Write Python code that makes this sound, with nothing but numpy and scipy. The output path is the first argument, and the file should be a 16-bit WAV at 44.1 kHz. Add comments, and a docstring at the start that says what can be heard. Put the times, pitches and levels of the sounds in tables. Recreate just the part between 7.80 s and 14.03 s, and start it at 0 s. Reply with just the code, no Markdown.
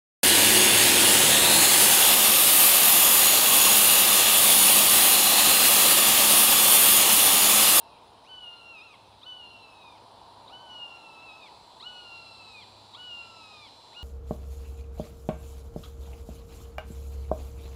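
"""A hawk-like bird screams again and again among pines, once faintly, then near the microphone.
Each call is a harmonic whistle that leaps up, sags slowly and drops away, rasping where the pitch
moves fast; trunks and crowns echo it. Farther off are soft wind, the tyres of distant traffic and the
hum and thin whine of a machine, with a hiss and high insects on top."""
import sys
import numpy as np
from scipy import signal
from scipy.fft import rfft, irfft, next_fast_len
from scipy.io import wavfile
from scipy.ndimage import uniform_filter1d, map_coordinates

SR = 44100
rng = np.random.default_rng(int(sys.argv[2]) if len(sys.argv) > 2 else 0)


def unload_wav(signal):
    """Save mono or channel-first audio to the path in sys.argv[1] as 16-bit WAV at rate SR, clipped to [-1, 1]."""
    wavfile.write(
        sys.argv[1],
        SR,
        np.round(np.clip(np.atleast_2d(signal).T, -1, 1) * 32767).astype(np.int16),
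    )


N = 274743

# The held part of each call, between leap and drop, one list a call.
# Each row: time in seconds, fundamental in Hz, level of the second partial in dB.
CALL_HOLDS = [
    [(0.0, 1383, -63.5), (0.08, 1295, -66), (0.14, 1230, -66)],
    [(0.495, 1521, -49), (0.575, 1495, -45.5), (0.605, 1487, -51.5), (0.645, 1433, -43.5),
     (0.745, 1399, -47.5), (0.785, 1390, -71), (0.815, 1373, -53.5), (0.915, 1380, -49),
     (1.005, 1218, -53.5), (1.045, 1389, -52), (1.105, 1260, -56.5)],
    [(1.466, 1492, -45.5), (1.496, 1495, -41), (1.567, 1464, -51), (1.607, 1440, -47), (1.647, 1402, -52.0),
     (1.768, 1375, -53.0), (1.919, 1296, -63.5), (2.019, 1270, -56.5), (2.13, 1190, -62.5)],
    [(2.736, 1477, -47), (2.826, 1528, -54.5), (3.037, 1409, -41), (3.118, 1364, -53.0), (3.148, 1383, -52),
     (3.178, 1372, -59), (3.278, 1342, -52.5), (3.389, 1294, -57), (3.449, 1344, -53), (3.509, 1277, -50),
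     (3.59, 1306, -57), (3.64, 1226, -55)],
    [(4.06, 1466, -42.5), (4.07, 1472, -38.5), (4.12, 1468, -53), (4.18, 1450, -47.0), (4.23, 1440, -55.0),
     (4.26, 1405, -49.5), (4.34, 1378, -47.5), (4.57, 1344, -61.5), (4.61, 1322, -52.5),
     (4.67, 1311, -58.5), (4.79, 1209, -50.5)],
    [(5.184, 1460, -48.5), (5.265, 1468, -44.5), (5.345, 1405, -42.5), (5.406, 1382, -41.5),
     (5.497, 1351, -75), (5.527, 1335, -64), (5.578, 1326, -60.5), (5.81, 1207, -56.5), (5.84, 1168, -56)],
    [(6.168, 1427, -44), (6.199, 1440, -42.5), (6.23, 1430, -45)],
]
# The voice of each call. Each row: length of the leap in seconds, then in dB how much weaker it starts,
# fundamental early and late, upper partials early and late, extra squeak in the leap and in the drop.
CALL_VOICES = [(.06, 20, -76, -74, 0, -18, 0, -8), (.056, 19, -62.5, -64, -2.5, -1, -5, -10),
               (.058, 35, -62, -79, -1, -5, 9, -7), (.064, 24, -62.5, -63, -0.5, -2, 2.5, -3),
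               (.066, 20, -56, -69, 0, 0.5, 11.5, 3), (.052, 23, -59, -62, -1.5, -0.5, 9.5, 4),
               (.046, 24, -58.5, -61, 1, 3, 4, 0)]
# How the machine runs. Each row: time in seconds, relative speed, whine and hum gains in dB.
MACHINE_RUN = [(0, .997, -13, -75), (1.5, .9985, -11, -68), (2.5, .999, -7, -68), (3.3, 1, -4, -76),
               (4.1, 1, 0, -70), (4.8, 1, 1.5, -63), (5.3, .997, 1.5, -64), (6.23, .99, 2, -73)]
# The swell of the far road. Each row: time in seconds, level in dB.
TRAFFIC_SWELL = [(0, -56), (1.1, -63), (1.6, -61), (2.1, -55.5), (2.75, -53.5), (3.7, -56.5), (4.9, -61),
                 (6.23, -60)]


def bird(side_ratio=1.77, low_half_db=-11):
    """The near bird's calls; at moments its voice splits into a side tone or doubles its period."""
    # When the voice splits in each way. Each row: start in seconds, end in seconds, level in dB.
    side_tones = [(4.1, 4.22, -64), (4.4, 4.5, -75), (5.41, 5.49, -67), (5.57, 5.66, -72)]
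    doublings = [(.62, .8, -72), (4.36, 4.52, -71), (5.36, 5.5, -69)]
    pitch = curves(np.concatenate(CALL_HOLDS))[0]
    half_partials = tone(2.5 * pitch) + amp(low_half_db) * tone(1.5 * pitch)
    unsteady = amp(2.5 * wobble(60))
    split = spells(side_tones) * tone(side_ratio * pitch) + spells(doublings) * half_partials
    calls = sum(scream(hold, voice) for hold, voice in zip(CALL_HOLDS[1:], CALL_VOICES[1:]))
    return calls + unsteady * split


def scream(hold, voice, drop_fade_db=13.5, upper_swing_db=3):
    """One call: a harmonic whistle whose second partial carries; it rasps in the quick leap and drop."""
    leap_s, weak_db, first_early, first_late, upper_early, upper_late, leap_db, drop_db = voice
    pitch, leap, drop = pitch_arc(hold, leap_s)
    gate = np.clip((1 - leap - drop) / .21, 0, 1)
    first_db, upper_db = curves([(hold[0][0], first_early, upper_early),
                                 (hold[-1][0], first_late, upper_late)])
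    second_db = curves(hold)[1] - weak_db * np.sqrt(leap) - drop_fade_db * drop
    # the membrane loses its steady swing while the pitch changes fast
    sweep_hz_per_s = uniform_filter1d(np.abs(np.gradient(pitch)) * SR, size=600)
    rasp = np.clip(sweep_hz_per_s / 8500, 0, 1) ** 2
    pitch = pitch * (1 + .0028 * wobble(22) + .0033 * wobble(130))  # slow waver, quick jitter
    pitch = pitch * (1 + .014 * rasp * wobble(500))
    rasp_db = rasp * (3 * wobble(300) - 1)
    # the whistle flutters more deeply where it is blown weakly
    flutter_db = np.interp(second_db, [-60, -45], [4.4, 1.2])
    squeak_db = leap_db * np.minimum(6 * leap, 1) + drop_db * np.minimum(6 * drop, 1)
    uppers = [upper_db + throat(k * pitch, squeak_db) + upper_swing_db * wobble(16) for k in (3, 4, 5)]
    return gate * sum(amp(db + rasp_db + flutter_db * np.minimum(wobble(75), 1)) * tone(k * pitch)
                      for k, db in enumerate([first_db, second_db] + uppers, 1))


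def pitch_arc(hold, leap_s, leap_depth=.44, leap_bend=1.4, drop_s=.064, drop_depth=.33, drop_bend=1.8):
    """The pitch through leap, hold and drop, and how deep in the leap and the drop the call is (0-1)."""
    t = np.arange(N) / SR
    leap = np.clip((hold[0][0] - t) / leap_s, 0, 1)
    drop = np.clip((t - hold[-1][0]) / drop_s, 0, 1)
    pitch = curves(hold)[0] * (1 - leap_depth * leap ** leap_bend - drop_depth * drop ** drop_bend)
    return pitch, leap, drop


def throat(hz, squeak_db, squeak_hz=3900, width_hz=490):
    """The throat's gain in dB; upper partials squeak as they sweep through its resonance."""
    # What it passes of the third and higher partials. Each row: frequency in Hz, gain in dB.
    passband = [(2400, -77), (2900, -62.5), (3400, -57.5), (3800, -58.5), (4100, -61.5), (4500, -65.5),
                (4900, -70.5), (5600, -77.5), (6200, -79), (7200, -89.5)]
    return along(passband, hz) + squeak_db * np.exp(-.5 * ((hz - squeak_hz) / width_hz) ** 2)


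def pines(calls, build_s=.0078):
    """Trunks and crowns scatter a call; the echo of its higher start beats against the sagging pitch."""
    # How long the wood rings. Each row: frequency in Hz, seconds to fade by 60 dB.
    ring_times = [(1000, 0.34), (3000, 1), (8000, 1)]
    hz, t, noise = signal.stft(rng.standard_normal(SR), SR, nperseg=256)
    envelope = amp(-60 * t / along(ring_times, hz)[:, None]) * (1 - np.exp(-t / build_s))
    tail = signal.istft(noise * envelope, SR, nperseg=256)[1]
    return signal.fftconvolve(calls, tail / np.linalg.norm(tail))[:N]


def machine(whine_trim_db=-1.5, hum_trim_db=-3.5, whine_fading_db=3.5, hum_fading_db=2):
    """A far engine hums and whines; moving air on the way makes each line fade by itself."""
    # The rotor's strong lines, its weak high lines and the engine's hum.
    # Each row: frequency in Hz, relative level in dB.
    rotor_lines = [(3488, -68), (3564, -81), (3833, -70), (3967, -71), (4070, -62), (4177, -64),
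                   (4549, -66.5), (4657, -79), (4986, -90), (5028, -70), (5136, -72.5), (5507, -76),
                   (5987, -79.5)]
    high_lines = [(6228, -84), (6465, -90), (6708, -90), (6944, -83.5), (7187, -81.5), (7424, -82),
                  (7531, -87), (7628, -91), (7666, -80), (7773, -88), (8010, -87), (8145, -84.5),
                  (8247, -86.5)]
    hum_lines = [(68, -6), (102.3, 1), (120, -11.5), (136, -19), (204, -9), (239, -11)]
    speed, whine_db, hum_db = curves(MACHINE_RUN)
    speed = speed * (1 + .0001 * wobble(11))
    whine = sum(amp(db + whine_fading_db * wobble(2.95)) * tone(hz * speed)
                for hz, db in rotor_lines + high_lines)
    hum = sum(amp(db + hum_fading_db * wobble(6)) * tone(hz * speed * (1 + .0029 * wobble(4.03)))
              for hz, db in hum_lines)
    return amp(whine_db + whine_trim_db) * whine + amp(hum_db + hum_trim_db) * hum


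def wind(level_db=-56.5, follow=.34):
    """Soft wind, a low rush that rises and falls a little with the traffic."""
    # The colour of the air. Each row: frequency in Hz, relative density in dB.
    air_spectrum = [(15, -47), (25, -25), (55, -9), (120, -9), (170, -11), (280, -9), (520, -7.5),
                    (720, -6), (900, -1), (1100, -8.5), (1300, -13), (1600, -20.5), (2600, -34.5),
                    (4500, -120)]
    swell_db, = curves(TRAFFIC_SWELL)
    return amp(level_db + follow * (swell_db - swell_db.mean())) * rush(air_spectrum, patchy_db=.5)


def traffic():
    """Tyres on a far road: a narrow roar that swells and ebbs."""
    # The colour of the roar. Each row: frequency in Hz, relative density in dB.
    tyre_spectrum = [(450, -34), (650, -8.5), (800, -7.5), (930, -0.5), (1050, -7), (1200, -22),
                     (1500, -34), (2500, -120)]
    return amp(curves(TRAFFIC_SWELL)[0]) * rush(tyre_spectrum, patchy_db=1)


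def hiss(level_db=-61, follow=.18):
    """A broad hiss that grows with the machine's whine."""
    # The colour of the hiss. Each row: frequency in Hz, relative density in dB.
    hiss_spectrum = [(1200, -10), (2000, -9), (3000, 0), (3900, 3), (4600, -3), (5500, -10), (6500, -15),
                     (8000, -15.5), (9000, -15.5), (11200, -24), (14500, -25.5), (15700, -38)]
    whine_db = curves(MACHINE_RUN)[1]
    return amp(level_db + follow * whine_db) * rush(hiss_spectrum, patchy_db=1.8)


def insects(level_db=-76):
    """Faint insects: a flickering band of noise around 9.5 kHz."""
    # Their band. Each row: frequency in Hz, relative density in dB.
    insect_spectrum = [(8200, -21), (9000, -12.5), (9500, -5), (10200, -12), (10700, -16), (11300, -26)]
    return amp(level_db) * rush(insect_spectrum, patchy_db=3)


def amp(db):
    """Decibels to gain."""
    return 10 ** (np.asarray(db) / 20)


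def unit(x):
    """Scale to rms 1."""
    return x / np.sqrt(np.mean(x ** 2) + 1e-20)


def along(points, hz):
    """Read (Hz, value) points at hz, on a log frequency axis."""
    point_hz, values = np.transpose(points)
    return np.interp(np.log(hz + 1), np.log(point_hz + 1), values)


def curves(rows):
    """One value per sample for each column after the time."""
    times, *columns = np.transpose(rows)
    return [np.interp(np.arange(N) / SR, times, column) for column in columns]


def spells(rows, edge_s=.03):
    """A gain that swells and fades for each (start s, end s, dB) row."""
    t = np.arange(N) / SR
    return sum(amp(db) * np.clip(np.minimum(t - start, end - t) / edge_s + .5, 0, 1)
               for start, end, db in rows)


def wobble(rate):
    """A smooth random curve, rate knots a second."""
    coarse = np.arange(0, N + 32, 32)
    knots = rng.standard_normal(int(N * rate / SR) + 4)
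    return np.interp(np.arange(N), coarse, map_coordinates(knots, [coarse * rate / SR], mode="nearest"))


def tone(hz):
    """A sine of rms 1 that follows a frequency curve."""
    return np.sqrt(2) * np.sin(2 * np.pi * (np.cumsum(hz) / SR + rng.random()))


def filtered(x, response):
    """Filter x by a gain given as a function of Hz."""
    size = next_fast_len(N + SR // 2)
    return irfft(rfft(x, size) * response(np.fft.rfftfreq(size, 1 / SR)), size)[:N]


def rush(spectrum, patchy_db):
    """Coloured noise of rms 1 with patches of random gain in frequency and time."""
    noise = signal.stft(rng.standard_normal(N), nperseg=512)[2]
    patches = uniform_filter1d(rng.standard_normal(noise.shape), size=4, axis=0)
    patches = uniform_filter1d(patches, size=10, axis=1)
    patchy = signal.istft(noise * amp(patchy_db * unit(patches)), nperseg=512)[1][:N]
    return unit(filtered(patchy, lambda hz: amp(along(spectrum, hz))))


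def scene(echo_db=-9.5, faint_db=-5, faint_echo_db=-2):
    """Near calls and their echo over the far background; the faint first call arrives mostly as echo."""
    near = bird()
    faint = scream(CALL_HOLDS[0], CALL_VOICES[0])
    direct = near + amp(faint_db) * faint
    echo = pines(amp(echo_db) * near + amp(faint_echo_db) * faint)
    return (direct + echo + machine() + wind() + traffic() + hiss() + insects())[None]


def record(dry, top_hz=15700):
    """One microphone among the trees; nothing above top_hz is kept."""
    return filtered(dry[0], lambda hz: hz < top_hz)[None]


dry = scene()
out = record(dry)
unload_wav(out)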